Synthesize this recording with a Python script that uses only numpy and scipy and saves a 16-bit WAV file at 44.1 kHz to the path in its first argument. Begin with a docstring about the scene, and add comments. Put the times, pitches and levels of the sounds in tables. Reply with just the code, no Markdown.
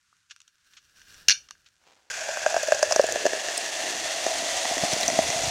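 """A faint hush and a fingernail ticking on the tab of a soda can come first, close to one microphone indoors.
Gas leaks out, then the lid cracks open and the can rings: short noise bursts shaped by its resonances.
The drink is poured into a glass and fizzes at once, made of random clicks coloured by foam, glass and air.
Big bubbles plop as short fading tones, and the air column rises in pitch as the glass fills.
Soft glugs join the pour, with the lowest ones near the end."""
import sys
import numpy as np
from scipy import signal
from scipy.io import wavfile
from scipy.ndimage import uniform_filter1d, minimum_filter1d

SR = 44100
rng = np.random.default_rng(int(sys.argv[2]) if len(sys.argv) > 2 else 0)


def digitize_waveform(pressure):
    """Quantize a signal to 16-bit integers and store it at the path in sys.argv[1].

    Rows of a 2-D input are taken as channels; values are limited to [-1, 1].
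    """
    field = np.atleast_2d(pressure).T
    bounded = np.clip(field, -1, 1)
    quanta = np.round(bounded * 32767).astype(np.int16)
    wavfile.write(sys.argv[1], SR, quanta)


N = 242550
TIME = np.arange(N) / SR  # seconds


def amp(db):
    """Turns decibels into a gain."""
    return 10 ** (np.asarray(db) / 20)


def unit(x):
    """Scales a sound to an average (rms) strength of 1."""
    return x / np.sqrt(np.mean(x ** 2) + 1e-20)


def read(points, hz):
    """Reads a spectrum in dB from a table, joining its points on a log-frequency axis."""
    f, db = np.transpose(points)
    return np.interp(np.log(hz + 1), np.log(f), db)


def add(mix, s, sound):
    """Mixes a sound in at time s."""
    part = mix[round(s * SR):][:len(sound)]
    part += sound[:len(part)]


def causal(x, gain):
    """Minimum-phase filter (it never sounds early) of unit energy; gain is a function of Hz."""
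    hz = abs(np.fft.fftfreq(4096, 1 / SR))
    log_gain = np.log(gain(hz) + 1e-6)
    spectrum = np.exp(signal.hilbert(log_gain).conj())
    taps = np.fft.ifft(spectrum).real[:2048]
    return signal.oaconvolve(x, taps / np.linalg.norm(taps))[:len(x)]


def colour(x, points):
    """Filters x with the spectrum shape of a table; only its level differences matter."""
    return causal(x, lambda hz: amp(read(points, hz)))


def ring(t, hz, t60, rise):
    """A tone that swells over about rise seconds and fades by 60 dB in t60 seconds."""
    return np.sin(2 * np.pi * hz * t) * amp(-60 * t / t60) * (1 - np.exp(-t / rise))


def resonate(x, hz, t60):
    """Lets x ring one mode whose pitch follows the curve hz; rms 1."""
    turn = np.exp(2j * np.pi * np.cumsum(hz) / SR)
    r = np.exp(-np.log(1000) / t60 / SR)
    # shift the moving pitch down to zero, smooth there, then shift back
    smooth = signal.lfilter([1 - r], [1, -r], x / turn)
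    return unit((turn * smooth).real)


def clicks(per_s, spread_db, cap=3.2):
    """Random clicks, mostly small and a few large, at rms 1."""
    size = amp(spread_db * np.minimum(rng.exponential(1, N), cap))
    sign = rng.choice([-1, 1], N)
    return unit(size * sign * (rng.random(N) < per_s / SR))


def bursts(rows):
    """Stick and slip: each row (t/s, level/dB, length/s) is a brief noise burst with a quick fade."""
    force = np.zeros(N)
    for s, db, length in rows:
        u = np.arange(round(4 * length * SR)) / SR / length
        noise = rng.choice([-1, 1], SR)[:len(u)]
        add(force, s, amp(db) * noise * np.minimum(u * 6, 1) * np.exp(-u ** 2))
    return force


def waver(per_s, depth_db):
    """A random gain that changes about per_s times a second."""
    return amp(depth_db * np.interp(TIME * per_s, np.arange(N), rng.standard_normal(N)))


def swell(peak_s, db, rise_db_per_s, fall_db_per_s):
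    """A gain that climbs to one peak and dies away."""
    return amp(db - np.maximum(rise_db_per_s * (peak_s - TIME), fall_db_per_s * (TIME - peak_s)))


# resonances of the can, relative to each other: f/Hz, width/Hz, level/dB
CAN_MODES = [(1593, 240, -2.5), (2360, 200, -2.5), (2826, 350, 2), (3620, 120, 0), (4400, 270, 2.5),
             (5240, 300, -0.5), (5810, 280, 6.5), (6490, 200, 1), (7147, 440, -12.5), (9310, 2000, -20.5)]


def can_body(x):
    """Passes x through the resonances of the can."""
    def gain(hz):
        power = sum(amp(db) ** 2 / (1 + (2 * (hz - f) / w) ** 2) ** 2 for f, w, db in CAN_MODES)
        return np.sqrt(power)
    return causal(x, gain)


def afterring(force, t60):
    """The many close modes of the can store the energy of each blow and let it die away."""
    r = np.exp(-2 * np.log(1000) / t60 / SR)
    energy = signal.lfilter([1 - r], [1, -r], force ** 2 + 1e-20)
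    return can_body(rng.standard_normal(N) * np.sqrt(energy))


# tone of the room and microphone hush: f/Hz, level/dB
HUSH_COLOUR = [(30, -10), (75, 10), (200, -1.5), (650, -16), (1450, 9), (2100, 2.5), (3500, 1.5),
               (6500, 1.5), (9000, -4), (15500, -23.5)]


def hush(db=-72.5):
    """The faint, slightly wavering noise of the room and microphone."""
    return amp(db) * colour(rng.standard_normal(N), HUSH_COLOUR) * waver(per_s=11, depth_db=1.5)


# loudness of the hands on the can: t/s at the peak, level/dB, rise/(dB/s), fall/(dB/s)
HANDS_SWELL = (1.2, -64.5, 49, 31)
# tone of their soft rumble: f/Hz, level/dB
HANDS_COLOUR = [(20, -13.5), (55, 0), (130, -7), (220, -12.5), (600, -14), (1500, -24.5), (5000, -58.5)]


def hands():
    """Hands on the can give a soft rumble: low noise that swells and fades."""
    return colour(rng.standard_normal(N), HANDS_COLOUR) * swell(*HANDS_SWELL)


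# tone of light touches on the metal, for creaks and ticks: f/Hz, level/dB
TICK_COLOUR = [(100, -26), (700, -27.5), (1400, 1.5), (2000, -4), (2700, 2.5), (3400, 2), (4800, -0.5),
               (6500, 5.5), (9000, -9), (16000, -34)]


def fidget(db=-69.5, peak_s=1.25, fade_db_per_s=10.5):
    """Tiny creaks of the can under the shifting grip, as sparse clicks."""
    creaks = colour(clicks(per_s=45, spread_db=5.0), TICK_COLOUR)
    return creaks * swell(peak_s, db, fade_db_per_s, fade_db_per_s)


# loudness of the drink shifting: t/s at the peak, level/dB, rise/(dB/s), fall/(dB/s)
TILT_SWELL = (1.87, -58.5, 260.5, 57)
# its tone: f/Hz, level/dB
TILT_COLOUR = [(60, -21), (300, -4), (800, 2), (1300, -5.5), (2800, -5), (7000, -12), (10000, -29.5),
               (16000, -31)]


def tilt():
    """The drink shifts in the tilted can: one swell of random clicks."""
    return colour(clicks(per_s=1100, spread_db=4), TILT_COLOUR) * swell(*TILT_SWELL)


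# gas under the tab, a slow seep and one spurt: t/s at the peak, level/dB, rise/(dB/s), fall/(dB/s)
LEAK_SWELLS = [(1.17, -59, 28.5, 28), (1.154, -59, 144, 168)]
# tone of the hiss heard directly: f/Hz, level/dB
LEAK_COLOUR = [(100, -6), (900, -20), (1600, 3.5), (2000, -9.5), (3700, -7.5), (6500, -8), (9000, -14.5),
               (15500, -20.5)]


def leak(ring_db=-8.0, hiss_db=0.0):
    """Gas hisses out by the tab as dense clicks, heard directly and through the can."""
    flow = sum(swell(*row) for row in LEAK_SWELLS)
    gas = clicks(per_s=9000, spread_db=5.0) * flow * waver(per_s=33, depth_db=3.5)
    return amp(hiss_db) * colour(gas, LEAK_COLOUR) + amp(ring_db) * can_body(gas)


# touches of fingernail and fingers on the tab: t/s, level/dB before filtering, length/s
TICKS = [(0.297, -46, 0.016), (0.308, -32.5, 0.012), (.3625, -37.5, 0.0013), (0.403, -42, 0.0026),
         (.416, -42.5, 0.0023), (0.478, -44.5, 0.00349), (0.734, -46.5, 0.0088), (0.766, -41.5, 0.021),
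         (1.016, -40.5, .0039), (1.143, -39.5, .003), (1.487, -39, 0.0044), (1.5085, -27, 0.0019),
         (1.659, -48, 0.019)]
# the thin wall flexes under the fingers: t/s, level/dB, f/Hz
DENTS = [(.128, -48, 1250), (1.509, -36.5, 1220), (1.553, -46, 1590)]


def fingers(tick_db=-4.0, scrape_db=-3.5, dull_hz=4900.0, tail_db=-14.0, t60=0.12, dent_db=0.0):
    """Dry ticks of the nail on the tab, duller scrapes of the fingertip, and blips of the flexing wall."""
    t = np.arange(SR // 10) / SR
    longest_tick = .0035  # s
    ticks = bursts([row for row in TICKS if row[2] < longest_tick])
    scrapes = bursts([row for row in TICKS if row[2] >= longest_tick])
    # a longer, softer touch has less treble
    scrapes = signal.lfilter(*signal.butter(2, dull_hz, fs=SR), scrapes)
    out = colour(amp(tick_db) * ticks + amp(scrape_db) * scrapes, TICK_COLOUR)
    out += amp(tail_db) * afterring(ticks + scrapes, t60)
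    for s, db, hz in DENTS:
        add(out, s, amp(db + dent_db) * ring(t, hz, t60=0.015, rise=0.00029))
    return out


# the score starts to give, the seal pops, the flap breaks inwards: t/s, level/dB before filtering, length/s
CRACKS = [(1.2828, -22, 0.0018), (1.2845, 4, .002), (1.2962, -2.5, 0.0017)]
# tone of the metal snap heard directly: f/Hz, level/dB
SNAP_COLOUR = [(40, -31), (100, -11.5), (280, -13.5), (1000, -20.5), (1600, -8.5), (4500, 3.5), (6300, 3),
               (8000, -15), (11000, -15.5), (16000, -23.5)]
# the score then tears on in ever weaker jerks
TEAR_START_S, TEAR_STEP_S, JERK_S, TEAR_DB, TEAR_FADE_DB_PER_S = 1.3045, .005, 0.0034, -9.5, 400


def lid(snap_db=-3.5, body_db=-6.5, tail_db=-11.0, t60=0.2, thin_hz=850.0, dull_hz=7000.0,
        thump_db=-32.0, thump_hz=105.0, count=5):
    """The lid cracks and tears open, heard directly and through the can, which thumps softly in the hand."""
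    pop = bursts(CRACKS[:-1])
    steps = TEAR_STEP_S * np.arange(count)
    jerks = [(TEAR_START_S + s, TEAR_DB - TEAR_FADE_DB_PER_S * s, JERK_S) for s in steps]
    # slack metal is thinner and duller than the taut seal
    slack = signal.butter(2, [thin_hz, dull_hz], "band", fs=SR)
    tear = signal.lfilter(*slack, bursts(CRACKS[-1:] + jerks))
    force = pop + tear
    out = amp(snap_db) * colour(force, SNAP_COLOUR)
    out += amp(body_db) * can_body(force) + amp(tail_db) * afterring(force, t60)
    thump = ring(np.arange(SR // 5) / SR, thump_hz, t60=.07, rise=.002)
    add(out, CRACKS[1][0], amp(thump_db) * thump)
    return out


POUR_START = 2.1  # s


def poured(s):
    """Seconds of pouring up to time s."""
    return np.maximum(s - POUR_START, 0)


def filling(db, growth_db_per_s, build_s):
    """A gain that builds up once the stream lands and keeps growing with the foam."""
    return amp(db + growth_db_per_s * poured(TIME)) * (1 - np.exp(-(poured(TIME) / build_s) ** 2))


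# the can gulps air early in the pour and the stream lands unevenly: start t/s, end t/s, edge/s
GULPING = (2.39, 3.36, 0.05)


def gulping():
    """Near 1 while the can gulps air, near 0 while it runs smoothly."""
    start, end, edge = GULPING
    return .5 * (np.tanh((TIME - start) / edge) - np.tanh((TIME - end) / edge))


# the bubbly drink has a soft note that sinks as it fills with gas; it is halfway down after FOAM_SINK_S
FOAM_FIRST_HZ, FOAM_LAST_HZ, FOAM_SINK_S = 810, 222, 0.84


def foam_note(s):
    """Pitch of the bubbly drink at time s, sinking towards its last value."""
    return FOAM_LAST_HZ + (FOAM_FIRST_HZ - FOAM_LAST_HZ) / (1 + (poured(s) / FOAM_SINK_S) ** 2)


# hollow note of the glass: t/s, f/Hz
GLASS_NOTE = [(2.1, 653), (3.1, 616), (3.7, 661), (5.5, 674)]


def glass_note(s):
    """Pitch of the glass at time s."""
    return np.interp(s, *np.transpose(GLASS_NOTE))


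# tone of the low rumble in the glass: f/Hz, level/dB
RUMBLE_COLOUR = [(20, -30), (55, 10), (110, 6), (250, -21), (500, 3), (2000, -32)]


def rumble(gulp_db=-59.5, brim_db=-46.5, brim_db_per_s=17.5):
    """The low rumble of the stirred drink, which swells as the glass gets full."""
    stir = clicks(per_s=350, spread_db=4.5) * waver(per_s=16, depth_db=5.0)
    stir = unit(colour(stir, RUMBLE_COLOUR))
    brim = amp(brim_db - brim_db_per_s * (N / SR - TIME))
    return stir * (filling(db=-72.0, growth_db_per_s=1.2, build_s=0.13) + amp(gulp_db) * gulping() + brim)


def churn(gulp_db=-43.5):
    """The stream stirs the foam in lumpy pulses, hardest while the can gulps."""
    stir = clicks(per_s=280, spread_db=2.0) * waver(per_s=16, depth_db=4.5)
    note = resonate(stir, foam_note(TIME), t60=0.015)
    note = resonate(note, foam_note(TIME), t60=0.0052)
    return note * (filling(db=-55.5, growth_db_per_s=2.5, build_s=0.15) + amp(gulp_db) * gulping())


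def froth(t60=0.029):
    """Middling bubbles keep the hollow note of the glass ringing."""
    bubbles = clicks(per_s=700, spread_db=2.5) * waver(per_s=22, depth_db=1.9)
    note = resonate(bubbles, glass_note(TIME), t60)
    note = resonate(note, glass_note(TIME), t60=0.0061)
    return note * filling(db=-41.0, growth_db_per_s=2.5, build_s=0.074)


# tone of the fizz on bare glass: f/Hz, level/dB
FIZZ_EMPTY = [(60, -11), (300, -17), (700, 1), (1200, -7), (2000, -1), (3000, -2.5), (4000, -4), (5000, 1),
              (6800, 4), (7700, -1), (8600, -9), (11000, -16.5), (15500, -29)]
# tone of the fizz under a head of foam: f/Hz, level/dB
FIZZ_FULL = [(60, -28), (300, -9), (700, 4.5), (1200, -3), (2000, 0), (3000, 1.5), (4000, 1.5), (5000, 1.5),
             (6200, 4.5), (7700, -1), (8800, -4), (11000, -13.5), (15500, -28)]
# air column over the drink: empty f/Hz, full f/Hz, width/Hz, empty lift level/dB, full lift level/dB
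AIR_COLUMN = [(1556, 2060, 396, 18.5, 5), (2430, 3140, 240, 10, -4.5)]
# steady rings of the glass wall: f/Hz, width/Hz, lift level/dB
WALL = [(2740, 150, 5), (3400, 280, 5), (4330, 240, 3), (4800, 160, 2), (5920, 180, 3), (6800, 200, 3)]


def fizz(db=-33.0, rise_db=5.5, half_s=2.02, turn_s=0.42, foam_s=1.7):
    """Thousands of tiny bursts, coloured by shrinking air column and growing foam; louder near the rim."""
    hz, t, z = signal.stft(clicks(per_s=9000, spread_db=3.5), SR, nperseg=512)
    hz = hz[:, None]
    fill = np.clip((t - POUR_START) / (N / SR - POUR_START), 0, 1) ** 0.8
    foam = np.clip((t - POUR_START) / foam_s, 0, 1)
    field_db = (1 - foam) * read(FIZZ_EMPTY, hz) + foam * read(FIZZ_FULL, hz)
    for empty, full, width, first_db, last_db in AIR_COLUMN:
        centre = 1 / ((1 - fill) / empty + fill / full)  # pitch goes as one over the length of air
        lift_db = first_db + fill * (last_db - first_db)
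        field_db = field_db + lift_db / (1 + (2 * (hz - centre) / width) ** 2)
    for f, width, lift_db in WALL:
        field_db = field_db + lift_db / (1 + (2 * (hz - f) / width) ** 2)
    hiss = unit(signal.istft(z * amp(field_db), SR, nperseg=512)[1][:N])
    head = 1 / (1 + np.exp((half_s - poured(TIME)) / turn_s))  # foam nearing the rim, 0 to 1
    return amp(db + rise_db * head) * hiss * waver(per_s=70, depth_db=1.0)


# gulps of air carried under the surface: t/s at the middle, level/dB, f/Hz
GLUGS = [(2.997, -17.5, 425), (3.256, -25, 422), (3.336, -30, 443), (4.715, -27, 330), (4.836, -25, 172),
         (4.936, -25.5, 182), (4.966, -23.5, 400), (5.087, -32, 270), (5.19, -27, 267), (5.295, -31.5, 135),
         (5.363, -33, 150), (5.442, -33, 117), (5.481, -28, 119)]


def glugs(db=0.0, cycles=0.54, glide=0.065):
    """Large pockets of air give a soft low pulse, a cycle or two long and rising in pitch."""
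    out, t = np.zeros(N), np.arange(-SR // 25, SR // 25) / SR
    for s, peak_db, hz in GLUGS:
        u = hz * t  # time counted in cycles
        pulse = np.exp(-(u / cycles) ** 2) * np.sin(2 * np.pi * (u + glide * u ** 2 / 2))
        add(out, s + t[0], amp(peak_db + db) * pulse)
    return out


# small sharp bursts: t/s, level/dB before the shared gain, f/Hz, t60/s
SNAPS = [(2.631, -12, 6650, 0.0044), (3.015, -15, 5670, 0.0065), (3.0665, -19, 7050, 0.0073),
         (3.1235, -10.5, 6600, .005), (3.5769, -17.5, 8130, 0.014), (3.5782, -21.5, 5200, 0.024),
         (4.9345, -8, 5840, .003), (5.0097, -10.5, 5640, 0.0081), (5.0316, -11, 3980, 0.011),
         (5.0801, -5, 6040, .0074)]


def snaps(db=2.0, crackle=0.57):
    """Small bubbles burst with a short, rough, high ping."""
    out, t = np.zeros(N), np.arange(SR // 20) / SR
    for s, peak_db, hz, t60 in SNAPS:
        rough = 1 + crackle * unit(uniform_filter1d(rng.standard_normal(len(t)), size=10))
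        add(out, s, amp(peak_db + db) * rough * ring(t, hz, t60, rise=0.00023))
    return out


def small_plops(first_s, last_s, db, column_db, splash_db, spread_db=3.0, count=8):
    """Weak bubbles at loosely even intervals, as rows like those of PLOPS."""
    chance = rng.uniform(-1, 1, (count, 4))
    place = np.arange(count) + .5 + .5 * chance[:, 0]
    times = first_s + (last_s - first_s) * place / count
    levels = np.array([db, column_db, splash_db]) + spread_db * chance[:, 1:]
    return list(np.column_stack([times, levels]))


# big bubbles bursting, before the gain of each part: t/s, plop level/dB, air column level/dB, splash level/dB
PLOPS = [(2.2888, -20, -30, -42), (2.3715, -22.5, -21.5, -28), (2.4628, -8.5, -12.5, -24),
         (2.5423, -13, -22, -25.5), (2.5643, -10, -18.5, -22), (2.6325, -17.5, -40, -25),
         (2.6843, -11, -30, -24), (2.721, -4, -12, -18.5), (2.828, -4, -13.5, -11.5),
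         (2.9105, -13, -29, -19), (2.923, -12, -22, -11), (2.961, -11.5, -22, -13.5),
         (2.995, -2, -19.5, -26), (3.0405, -12.5, -34, -28), (3.0876, -18.5, -22.5, -35),
         (3.158, -15, -21, -26), (3.2537, -8.5, -24, -25), (3.2642, -11.5, -15, -17),
         (3.3325, -19, -22, -23.5), (3.4853, -24, -22, -25), (4.2648, -15, -23, -21),
         (4.7691, -20, -26, -32), (4.8359, -14.5, -32, -24), (4.8458, -19.5, -38, -23),
         (5.0845, -17, -29, -28), (5.1893, -7, -27, -32)]
# tone of the wet splash: f/Hz, level/dB
SPLASH_COLOUR = [(200, -9.5), (1000, 3.5), (3500, -12.5), (5000, 4), (6500, 7), (8500, -9.5), (15000, -28)]


def plops(plop_db=4.0, foam_db=0.0, column_db=4.5, splash_db=0.0, slap_db=-4.5, slap_hz=970.0,
          t60=0.032, scatter=0.077, cut_hz=202.0):
    """A bubble bursts: a slap and a wet splash, then the foam, the glass and its air column ring briefly."""
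    out, sprays, t = np.zeros(N), np.zeros(N), np.arange(SR // 10) / SR
    early = small_plops(2.48, 3.1, db=-24.5, column_db=-30.0, splash_db=-27.5, count=14)
    late = small_plops(4.62, 5.45, db=-23.0, column_db=-24.0, splash_db=-23.0, count=9)
    for s, low_db, mid_db, high_db in PLOPS + early + late:
        size = 1 + scatter * rng.uniform(-1.04, 1, 2)  # no two bubbles sound quite the same note
        glass = ring(t, size[0] * glass_note(s), t60, rise=0.0013)
        foam = ring(t, size[1] ** 2 * foam_note(s), t60=0.013, rise=0.00085)
        # only big bubbles slap hard
        slap = amp(low_db / 2) * ring(t, size[1] * slap_hz, t60=0.0048, rise=0.00035)
        # coupled modes swing against each other, hence the minus signs
        plop = amp(plop_db) * glass - amp(foam_db) * foam - amp(slap_db) * slap
        add(out, s, amp(low_db) * plop)
        air_hz = np.interp(s, [POUR_START, N / SR], AIR_COLUMN[0][:2])
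        air = ring(t, air_hz, t60=0.016, rise=0.00065)
        air += .5 * ring(t, air_hz * 1.6, t60=0.0076, rise=0.00027)
        add(out, s, amp(mid_db + column_db) * air)
        fade = np.exp(-t / 0.00073) + 0.4 * np.exp(-t / 0.0052)
        spray = rng.choice([-1, 1], len(t)) * fade * np.minimum(t / 0.00018, 1)
        add(sprays, s, amp(high_db + splash_db) * spray)
    out += colour(sprays, SPLASH_COLOUR)
    # the plops have little bass: cut below cut_hz
    return signal.sosfilt(signal.butter(2, cut_hz, "high", fs=SR, output="sos"), out)


def room(x, db=-21.0, t60=0.15):
    """The faint, short tail of a small furnished room, as fading noise echoes."""
    t = np.arange(SR // 2) / SR
    decay = amp(-60 * t / t60)
    taps = rng.standard_normal(len(t)) * decay * (t > .004)
    return x + amp(db) * signal.oaconvolve(x, taps / np.linalg.norm(taps))[:N]


def scene():
    """Can, then pour; one microphone feeds both channels."""
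    can = hush() + hands() + fidget() + tilt() + leak() + fingers() + lid()
    pouring = np.clip((TIME - POUR_START) / 0.001, 0, 1)
    drink = pouring * (rumble() + churn() + froth() + fizz()) + glugs() + snaps() + plops()
    return np.tile(room(can + drink), (2, 1))


EDGE_HZ = 15950  # upper band limit


def record(dry):
    """A fast limiter holds the loudest peaks under full scale; then the treble above EDGE_HZ is cut."""
    gain = .97 / np.maximum(abs(dry[0]), .97)
    limited = dry * uniform_filter1d(minimum_filter1d(gain, size=45), size=45)
    low_pass = signal.firwin(511, EDGE_HZ, window=("kaiser", 9), fs=SR)
    return signal.oaconvolve(limited, low_pass[None], "same")


dry = scene()
out = record(dry)
digitize_waveform(out)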